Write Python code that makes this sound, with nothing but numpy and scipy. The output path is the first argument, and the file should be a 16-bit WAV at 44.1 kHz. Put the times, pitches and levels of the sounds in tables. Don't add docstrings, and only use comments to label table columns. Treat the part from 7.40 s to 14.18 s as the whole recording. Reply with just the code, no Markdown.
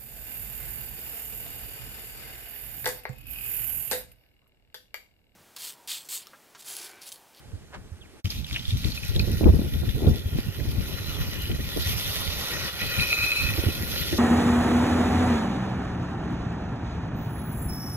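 import sys
import numpy as np
from scipy import signal
from scipy.fft import rfft, irfft, next_fast_len
from scipy.io import wavfile
from scipy.ndimage import uniform_filter1d, map_coordinates

SR = 44100
rng = np.random.default_rng(int(sys.argv[2]) if len(sys.argv) > 2 else 0)


def bounce(signal):
    frames = np.transpose(np.atleast_2d(signal))
    limited = np.clip(frames, -1, 1)
    pcm = np.round(limited * 32767).astype(np.int16)
    wavfile.write(sys.argv[1], SR, pcm)


N = 299216
TIME_S = np.arange(N) / SR


def amp(db):
    return 10 ** (np.asarray(db) / 20)

def unit(x):
    return x / np.sqrt(np.mean(x ** 2) + 1e-20)

def along(points, hz):
    f, v = np.transpose(points)
    return np.interp(np.log(hz + 1), np.log(f + 1), v)

def curves(rows):
    s, *cols = np.transpose(rows)
    return [np.interp(TIME_S, s, c) for c in cols]

def wobble(rate_hz, channels=1):
    at = [np.arange(N) * rate_hz / SR]
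    knots = rng.standard_normal((channels, int(N * rate_hz / SR) + 4))
    return np.array([map_coordinates(row, at) for row in knots])

def span(start_s, t):
    return np.s_[:, round(start_s * SR):round(start_s * SR) + len(t)]

def filtered(x, response):
    m = next_fast_len(N + 8192)
    return irfft(rfft(x, m) * response(np.fft.rfftfreq(m, 1 / SR)), m)[..., :N]

def coloured(x, spectrum):
    return unit(filtered(x, lambda hz: amp(along(spectrum, hz))))

def resonance(hz, pitch_hz, width_hz):
    return 1j * hz * width_hz / (pitch_hz ** 2 - hz ** 2 + 1j * hz * width_hz)

def patter(rate_hz, spread_db, share, patchy_db):
    size_db = spread_db * np.minimum(rng.exponential(size=(2, N)), 2.5)
    impacts = (rng.random((2, N)) < rate_hz / SR) * rng.standard_normal((2, N)) * amp(size_db)
    mix = np.sqrt(share) * unit(impacts) + np.sqrt(1 - share) * rng.standard_normal((2, N))
    z = signal.stft(mix, nperseg=256)[2]
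    patches = uniform_filter1d(rng.standard_normal(z.shape[1:]), size=5, axis=0)
    patches = uniform_filter1d(patches, size=14, axis=1)
    return signal.istft(z * amp(patchy_db * unit(patches)), nperseg=256)[1][:, :N]

# frequency_hz, coherence
PORT_COHERENCE = [(300, 0.55), (700, 0.78), (2800, 0.82), (4200, 0.52), (7000, 0.45), (14000, 0.35)]
# frequency_hz, left_minus_right_db
PORT_BALANCE = [(60, 7), (180, -3), (550, -0.5), (1650, -1), (2530, 1.5), (3500, 0.5), (4970, -3),
                (9500, -8), (15000, -1.5)]
def ports(pair):
    lag_s = .000104
    half = np.array([[.5], [-.5]])
    angle = lambda hz: np.arccos(along(PORT_COHERENCE, hz)) / 2
    mid, side = filtered(pair, lambda hz: np.array([np.cos(angle(hz)), np.sin(angle(hz))]))
    offset = lambda hz: amp(half * along(PORT_BALANCE, hz)) * np.exp(-2j * np.pi * half * hz * lag_s)
    return filtered(np.array([mid + side, mid - side]), offset)


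# frequency_hz, density_db
AIR_SPECTRUM = [(120, -57), (200, -18.5), (636, -10.5), (721, -14.5), (849, -8.5), (929, -17.5),
                (1490, -14), (8120, -24), (15000, -31)]
def air():
    level_db = -56 + 1.1 * wobble(4.5)
    return amp(level_db) * coloured(patter(200, spread_db=3.5, share=.05, patchy_db=1.2), AIR_SPECTRUM)

# frequency_hz, density_db
SCUFF_SPECTRUM = [(240, -35), (400, -2), (1550, -5.5), (3480, -18), (4570, -22), (9000, -35), (11700, -56),
                  (19800, -120)]
def scuff(peak_s=.347, rise_db_per_s=800, fall_db_per_s=554):
    level_db = -36 - np.maximum(rise_db_per_s * (peak_s - TIME_S), fall_db_per_s * (TIME_S - peak_s))
    return amp(level_db) * coloured(patter(700, spread_db=4, share=.3, patchy_db=0), SCUFF_SPECTRUM)

def chirp(start_s=.606, length_s=.055, from_hz=3800, to_hz=2150):
    done = np.clip((TIME_S - start_s) / length_s, 0, 1)
    hz = from_hz * (to_hz / from_hz) ** done
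    envelope = amp(-55 - 3.5 * done + 7.2 * wobble(83)) * np.abs(np.sin(np.pi * done)) ** .13
    return envelope * np.sin(2 * np.pi * np.cumsum(hz) / SR + wobble(480)) * [[1], [0]]

# start_s, thump_db, turbulence_db, flutter_above_db, left_minus_right_db, t60_s
PORT_GUSTS = [(0.131, -22, -48, -13, -14, 0.19), (0.517, -21.5, -44, -27, -10, 0.34),
              (0.845, -10, -21, -18.5, 1.5, 0.32), (1.187, -28, -26.5, -22, -1, 0.099),
              (1.279, -10, -23, -19, -4, 0.12), (1.323, -8.5, -24.5, -26, -2, 0.25),
              (1.445, -23, -21.5, -13.5, 7.5, 0.2), (1.688, -9, -31.5, -11, 6, 0.86),
              (1.753, -3, -23, -8, 2.5, 0.27), (1.797, -11, -15, -20, 1, 0.15),
              (1.871, -11, -14.5, -9.5, -2, 0.12), (2.008, -26, -17.5, -1.5, 5, 0.24),
              (2.056, 4, -14.5, -2, 5, 0.16), (2.088, 3.5, -9.5, -22, 3, 0.21),
              (2.188, -14, -13.5, -8, -1, 0.16), (2.428, -20, -22.5, -10, 10, 0.12),
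              (2.468, -12.5, -15, -31, 2, 0.091), (2.575, -29, -36, 5.5, 1, 0.37),
              (2.619, -28, -26, 0.5, 3, 0.27), (2.668, -7, -17.5, -16, 3, 0.31),
              (2.856, -9.5, -26, -15, 5, 0.18), (2.946, -16, -18, -25, -11.5, 0.11),
              (2.984, -12, -33, -17, -12, 0.091), (3.058, -27, -37, -30, -22, 0.41),
              (3.207, -25, -26, -24, -7, 0.41), (3.256, -29, -31, -25, -8, 0.27),
              (3.376, -13, -33.5, -19, 11, 0.65), (3.8, -14, -33.5, -31, -4, 0.5),
              (4.03, -13, -33, -10.5, 2, 0.27), (4.091, -14, -17, -13.5, -1, 0.31),
              (4.362, -32, -28.5, 8.5, 0, 0.063), (4.461, -11, -32, -35, 2, 0.58),
              (5.412, -27, -28, -19, 2, 0.58), (5.577, -15, -27, -23, 7, 0.3),
              (5.786, -19.5, -33, -25, 4.5, 0.58), (6.019, -23, -34, -14, 5, 0.53),
              (6.092, -29, -32, -31, 6, 0.29), (6.176, -27, -22.5, -6, 0, 0.13),
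              (6.263, -6.5, -18, -8.5, 0, 0.13), (6.401, -18, -41, -4, -4, 0.51),
              (6.724, -17, -20, 2.5, 3.5, 0.12)]
ANTIPHASE_GUSTS = [1.278, 1.689, 1.754, 2.188, 2.668, 2.946, 2.984, 3.801, 6.019, 6.724]
def gusts(rise_s=.0065, thump_hz=79.7, thump_t60_s=.083):
    low, bright, thumps = np.zeros((3, 2, N + SR))
    t = np.arange(SR // 2) / SR
    for s, thump_db, db, above_db, lean_db, t60_s in PORT_GUSTS:
        lean, at = amp([lean_db / 2, -lean_db / 2]), span(s, t)
        swell = np.outer(lean, amp(db - 60 * t / abs(t60_s)) * (1 - np.exp(-t / rise_s)))
        low[at] += swell
        bright[at] += amp(above_db) * swell
        hz = thump_hz * np.exp(.08 * rng.standard_normal())
        envelope = amp(thump_db - 60 * t / thump_t60_s) * (1 - np.exp(-t / .0077))
        polarity = -1 if np.isclose(s, ANTIPHASE_GUSTS, atol=.005).any() else 1
        thumps[at] += np.outer(lean * [1, polarity], envelope * np.sin(2 * np.pi * hz * t))
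    return low[:, :N], bright[:, :N], thumps[:, :N]

# start_s, level_db, pitch_hz, left_minus_right_db
AIR_FLAPS = [(1.452, -32, 307, -15), (2.01, -19, 344, -20), (2.025, -15, 231, 2), (2.039, -15, 231, -1.5),
             (2.058, -7, 233, 4), (2.092, -16, 284, -2.5), (2.193, -13.5, 231, 10), (2.217, -15, 228, -0.5),
             (2.434, -25, 336, -13), (2.581, -30, 342, -2.0), (2.594, -30, 401, 1.5),
             (2.607, -22.5, 367, 2), (2.623, -25, 304, -2.0), (2.644, -27, 367, -12),
             (2.677, -23.5, 441, -15), (2.746, -29, 420, 0.5), (2.987, -16, 234, 8), (3.255, -24, 275, 0),
             (4.112, -31, 264, 0), (4.376, -22, 376, -15), (6.179, -20.5, 352, 0.0), (6.238, -16, 324, 5),
             (6.27, -19, 285, 5), (6.285, -18.5, 245, -1.5), (6.432, -22.5, 233, 7), (6.727, -23, 300, 0)]
def flaps(t60_cycles=3.13):
    out, t = np.zeros((2, N + SR)), np.arange(SR // 2) / SR
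    for s, db, hz, lean_db in AIR_FLAPS:
        envelope = amp(db + 7.5 - 60 * t * hz / t60_cycles) * (1 - np.exp(-4 * t * hz))
        out[span(s, t)] += np.outer(amp([lean_db / 2, -lean_db / 2]), envelope * np.sin(2 * np.pi * hz * t))
    return out[:, :N]

# time_s, rumble_db, flutter_above_db
WIND_LEVELS = [
    [(0.0, -53, -7), (0.148, -44, -9.5), (0.42, -49.5, -10), (0.64, -52.5, -4), (0.81, -63, 3)],
    [(0.85, -48, -15), (1.03, -36, -26), (1.69, -36.5, -22), (1.94, -24, -17), (3.3, -33, -10.5),
     (4.4, -33.5, -17), (5.04, -35.5, -20), (5.19, -36.5, -12.5), (5.61, -45, -24), (5.87, -54, -13),
     (6.04, -31.5, -16.5), (6.3, -30, -12), (6.78, -34, -10)],
]
# frequency_hz, density_db
RUMBLE_SPECTRUM = [(12, -36), (25, -9), (70, 0), (108, -3.5), (206, -12), (253, -17), (300, -19.5),
                   (390, -50), (660, -120)]
FLUTTER_SPECTRUM = [(88, -20), (150, -13), (258, -3.5), (382, -2.5), (1060, -30), (1800, -44), (2340, -67),
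                    (3960, -120)]
# centre_s, depth_db, half_length_s
WIND_LULLS = [(0.888, 12, 0.012), (2.119, 6, 0.011), (2.527, 12, 0.021), (2.829, 5, 0.012),
              (2.902, 12, 0.01), (3.021, 9, 0.021), (3.126, 8.5, 0.021), (4.176, 13, 0.0094), (5.3, 7, .03),
              (6.167, 10, 0.011), (6.336, 5, 0.017)]
def wind(shared_power=.28):
    rumble_db, flutter_db = curves(np.concatenate(WIND_LEVELS))
    lumps = wobble(26, channels=2)
    eddies = rng.standard_normal((2, 2, N)) + shared_power ** .5 * rng.standard_normal((2, 1, N))
    rumble = unit(amp(4 * lumps) * coloured(eddies[0], RUMBLE_SPECTRUM))
    flutter = unit(amp(3 * lumps + 2.6 * wobble(90, channels=2)) * coloured(eddies[1], FLUTTER_SPECTRUM))
    low, bright, thumps = gusts()
    lull = amp(-sum(db * np.exp(-((TIME_S - s) / half) ** 4) for s, db, half in WIND_LULLS))
    steady = amp(rumble_db + 1.5 * wobble(5, channels=2))
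    return lull * ((steady + low) * rumble + (amp(flutter_db) * steady + bright) * flutter + thumps + flaps())


# start_s, level_db
DROPLET_TICKS = [(0.9035, -30), (1.068, -34), (1.5888, -32), (1.682, -31), (1.795, -34), (1.9171, -24),
                 (2.158, -27), (3.4406, -35)]
# frequency_hz, density_db
TICK_SPECTRUM = [(1500, -40), (3000, -9), (6000, -6), (8000, -38), (11000, 9), (15000, -1)]
def ticks(t60_s=.004):
    out, t = np.zeros((2, N + SR)), np.arange(SR // 50) / SR
    fizz = coloured(rng.standard_normal((2, N)) * [[1], [.3]], TICK_SPECTRUM)
    for s, db in DROPLET_TICKS:
        out[span(s, t)] += amp(db - 60 * t / t60_s) * fizz[span(s, t)]
    return out[:, :N]

# pitch_hz, width_hz, rim_struck_db, hub_struck_db
WHEEL_MODES = [(544, 35, -0.5, -16), (1210, 230, -14.5, -20.5), (1408, 63, 0, -11), (1907, 115, 1.5, -38),
               (2380, 180, -7, -4.5), (2539, 47, 0, 9), (2928, 39, 0, -22), (4038, 130, -1, -3)]
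AT_RIM, AT_HUB = 0, 1
def wheel(force, struck):
    return filtered(force, lambda hz: sum((-1) ** k * amp(db[struck]) * resonance(hz, pitch, width)
                                          for k, (pitch, width, *db) in enumerate(WHEEL_MODES)))

# start_s, level_db, pitch_hz
BIG_DROPS = [(0.856, -26, 2930), (0.9035, -26, 4800), (1.0445, -27.5, 3600), (1.065, -35, 2820),
             (1.111, -32, 2350), (1.1293, -29, 3770), (1.143, -22, 3770), (1.15, -25, 2610),
             (1.1614, -17, 2650), (1.169, -27, 2620), (1.1935, -28, 3600), (1.253, -27, 3590),
             (1.3069, -25, 3700), (1.4404, -30, 2340), (1.446, -21.5, 3860), (1.5203, -23, 4220),
             (1.5755, -21.5, 2520), (1.6332, -24.5, 2470), (1.7624, -22.5, 3600), (1.7943, -16.5, 4300),
             (1.7979, -16, 2463), (2.0417, -26, 2620), (2.3384, -30, 3430), (2.49, -33, 1960),
             (2.492, -27, 3530), (2.668, -27.5, 3600), (3.2, -33.5, 1930), (4.055, -29, 3020),
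             (4.115, -26, 3060), (5.597, -13.5, 2600), (5.606, -18, 4020), (5.7279, -8, 2564),
             (5.7871, -15.5, 2480), (5.8258, -16, 2520), (5.9184, -14.5, 2470), (6.0667, -16.5, 2490),
             (6.0883, -17, 2510), (6.137, -23, 2500)]
def drops(hub_hz=2520, splat_width_hz=490, plop_t60_s=.008, splat_t60_s=.035):
    out, t = np.zeros((2, N + SR)), np.arange(SR // 20) / SR
    ping = wheel(signal.unit_impulse(N), AT_HUB)[:len(t)]
    ping = ping / ping.max() * [[1], [0]]
    noise = rng.standard_normal((2, N)) * [[1], [.4]]
    spray = unit(filtered(noise, lambda hz: 1 / (1 + (hz / splat_width_hz) ** 2)))
    for s, db, hz in BIG_DROPS:
        hub_share = .9 * np.exp(-(np.log(hz / hub_hz) / .035) ** 2)
        plop = 2 * np.sin(2 * np.pi * hz * t) * amp(-60 * t / plop_t60_s) * (1 - np.exp(-t / .0004))
        splat = .67 * spray[span(s, t)] * np.cos(2 * np.pi * hz * t) * amp(-60 * t / splat_t60_s)
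        out[span(s, t)] += amp(db) * ((1 - hub_share) * (plop * [[1], [.3]] + splat) + hub_share * ping)
    return out[:, :N]

# pitch_hz, width_hz
STONE_BANDS = [(2500, 320), (3700, 240), (4800, 240)]
def spit():
    impacts = patter(220, spread_db=4, share=.8, patchy_db=1)
    return unit(filtered(impacts, lambda hz: sum(resonance(hz, *band) for band in STONE_BANDS)))

# frequency_hz, density_db
HISS_SPECTRUM = [(4120, -17), (7000, -77), (8720, -13.5), (10800, 2), (13900, 7.5), (15000, 3.5)]
def nozzle():
    return coloured(patter(1000, spread_db=3, share=.42, patchy_db=2), HISS_SPECTRUM)

# frequency_hz, density_db
SPATTER_SPECTRUM = [(240, -12), (400, -4.5), (547, -10.5), (945, -11), (1420, -8.5), (1610, -20.5),
                    (1860, -7), (3340, 1), (6000, -4.5), (7600, -18), (9000, -19), (11700, -16),
                    (19800, -120)]
# time_s, band_hz, lift_db, body_db
SPATTER_COLOUR = [(.85, 2970, 4, -4), (1.05, 4040, -2, -7), (1.17, 2920, 9, -1), (1.5, 4300, 4, -7),
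                  (2.25, 3560, 4.5, -7), (2.8, 3520, 7, -11), (3.08, 2770, 7, 8), (3.3, 3600, 3, 2),
                  (3.7, 4100, 3, 6.5), (3.8, 2900, 6.5, 9), (4.12, 2930, 9, 0), (4.2, 3360, 2, 0),
                  (5.18, 3800, 4, 6.5), (5.5, 2940, 4.5, 4), (6.0, 4240, -4, 4), (6.3, 3280, 3, 4.5),
                  (6.78, 3580, 2, -4)]
def spatter(band_width_hz=210, body_below_hz=1700):
    spray = coloured(patter(500, spread_db=4.5, share=.29, patchy_db=2), SPATTER_SPECTRUM)
    hz, t, z = signal.stft(spray, SR, nperseg=512)
    s, *cols = np.transpose(SPATTER_COLOUR)
    band_hz, lift_db, body_db = (np.interp(t, s, c) for c in cols)
    band = np.exp(-((hz[:, None] - band_hz) / band_width_hz) ** 2)
    body = 1 / (1 + (hz[:, None] / body_below_hz) ** 6)
    return signal.istft(z * amp(lift_db * band + body_db * body), SR, nperseg=512)[1][:, :N]

def rim():
    return unit(wheel(patter(330, spread_db=2.5, share=.27, patchy_db=3), AT_RIM))

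# time_s, level_db
HUB_LEVELS = [(.85, -58.5), (3.46, -57), (3.97, -51.5), (5.16, -52), (5.33, -50), (5.44, -32), (5.46, -39),
              (5.58, -30), (5.61, -22), (5.65, -33), (5.736, -25), (5.76, -32), (5.834, -24), (5.886, -29),
              (5.926, -25.5), (5.948, -30.5), (5.984, -21), (6.032, -27), (6.134, -46), (6.2, -42.5),
              (6.78, -54)]
# time_s, pitch_ratio
HUB_GLIDE = [(5.55, .991), (6.05, 1.007)]
def hub():
    ring = unit(wheel(patter(300, spread_db=0, share=.35, patchy_db=1), AT_HUB))
    position = np.cumsum(curves(HUB_GLIDE)[0])
    gliding = np.array([map_coordinates(stream, [position]) for stream in ring])
    return amp(curves(HUB_LEVELS)[0] + 1.2 * wobble(35)) * gliding

# time_s, hiss_db, spatter_db, rim_db
JET_LEVELS = [(0.85, -50, -46, -52), (0.9, -46, -39, -83), (1.01, -47, -44.5, -82), (1.13, -47, -39.5, -57),
              (2.02, -40.5, -42.5, -46), (2.07, -43, -46.5, -51), (3.35, -44, -45, -49.5),
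              (3.7, -39.5, -39.5, -42.5), (4.19, -41, -42.5, -45), (4.53, -31.5, -32, -40.5),
              (4.65, -33.5, -34, -44), (5.28, -37.5, -34, -36), (5.33, -38, -37.5, -40),
              (5.41, -35.5, -36, -35), (5.81, -34, -34.5, -39), (6.45, -35, -38.5, -40),
              (6.58, -32, -33, -37.5), (6.78, -37.5, -36, -44)]
# centre_s, depth_db
JET_FALTERS = [(1.035, 7.5), (1.24, 3), (1.605, 3), (2.83, 5.5), (5.32, 3)]
def jet(start_s=.8405, sputter_s=1.24, falter_s=.024):
    hiss_db, spatter_db, rim_db = curves(JET_LEVELS)
    sputter = np.exp(np.minimum(start_s - TIME_S, 0) / sputter_s)
    surge_db = .5 * wobble(14) + (.79 + 2 * sputter) * wobble(45)
    falter_db = sum(db * np.exp(-((TIME_S - s) / falter_s) ** 2) for s, db in JET_FALTERS)
    water = amp(hiss_db) * nozzle() + amp(spatter_db) * spatter()
    metal = amp(rim_db) * rim() + hub()
    spitting = amp(-46.5) * sputter * spit()
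    return amp(surge_db - falter_db) * (water + metal + spitting) * (TIME_S > start_s)


def scene():
    return ports(jet() + drops() + air() + scuff() + chirp() + ticks()) + wind()

def record(dry, ceiling=.9, top_hz=14600):
    soft = dry / (1 + np.abs(dry / ceiling) ** 4) ** (1 / 4)
    dropout_db = np.interp(TIME_S, [.801, .803, .8441], [0, -2, -50.4], right=0)
    return filtered(soft * amp(dropout_db), lambda hz: hz < top_hz)


dry = scene()
out = record(dry)
bounce(out)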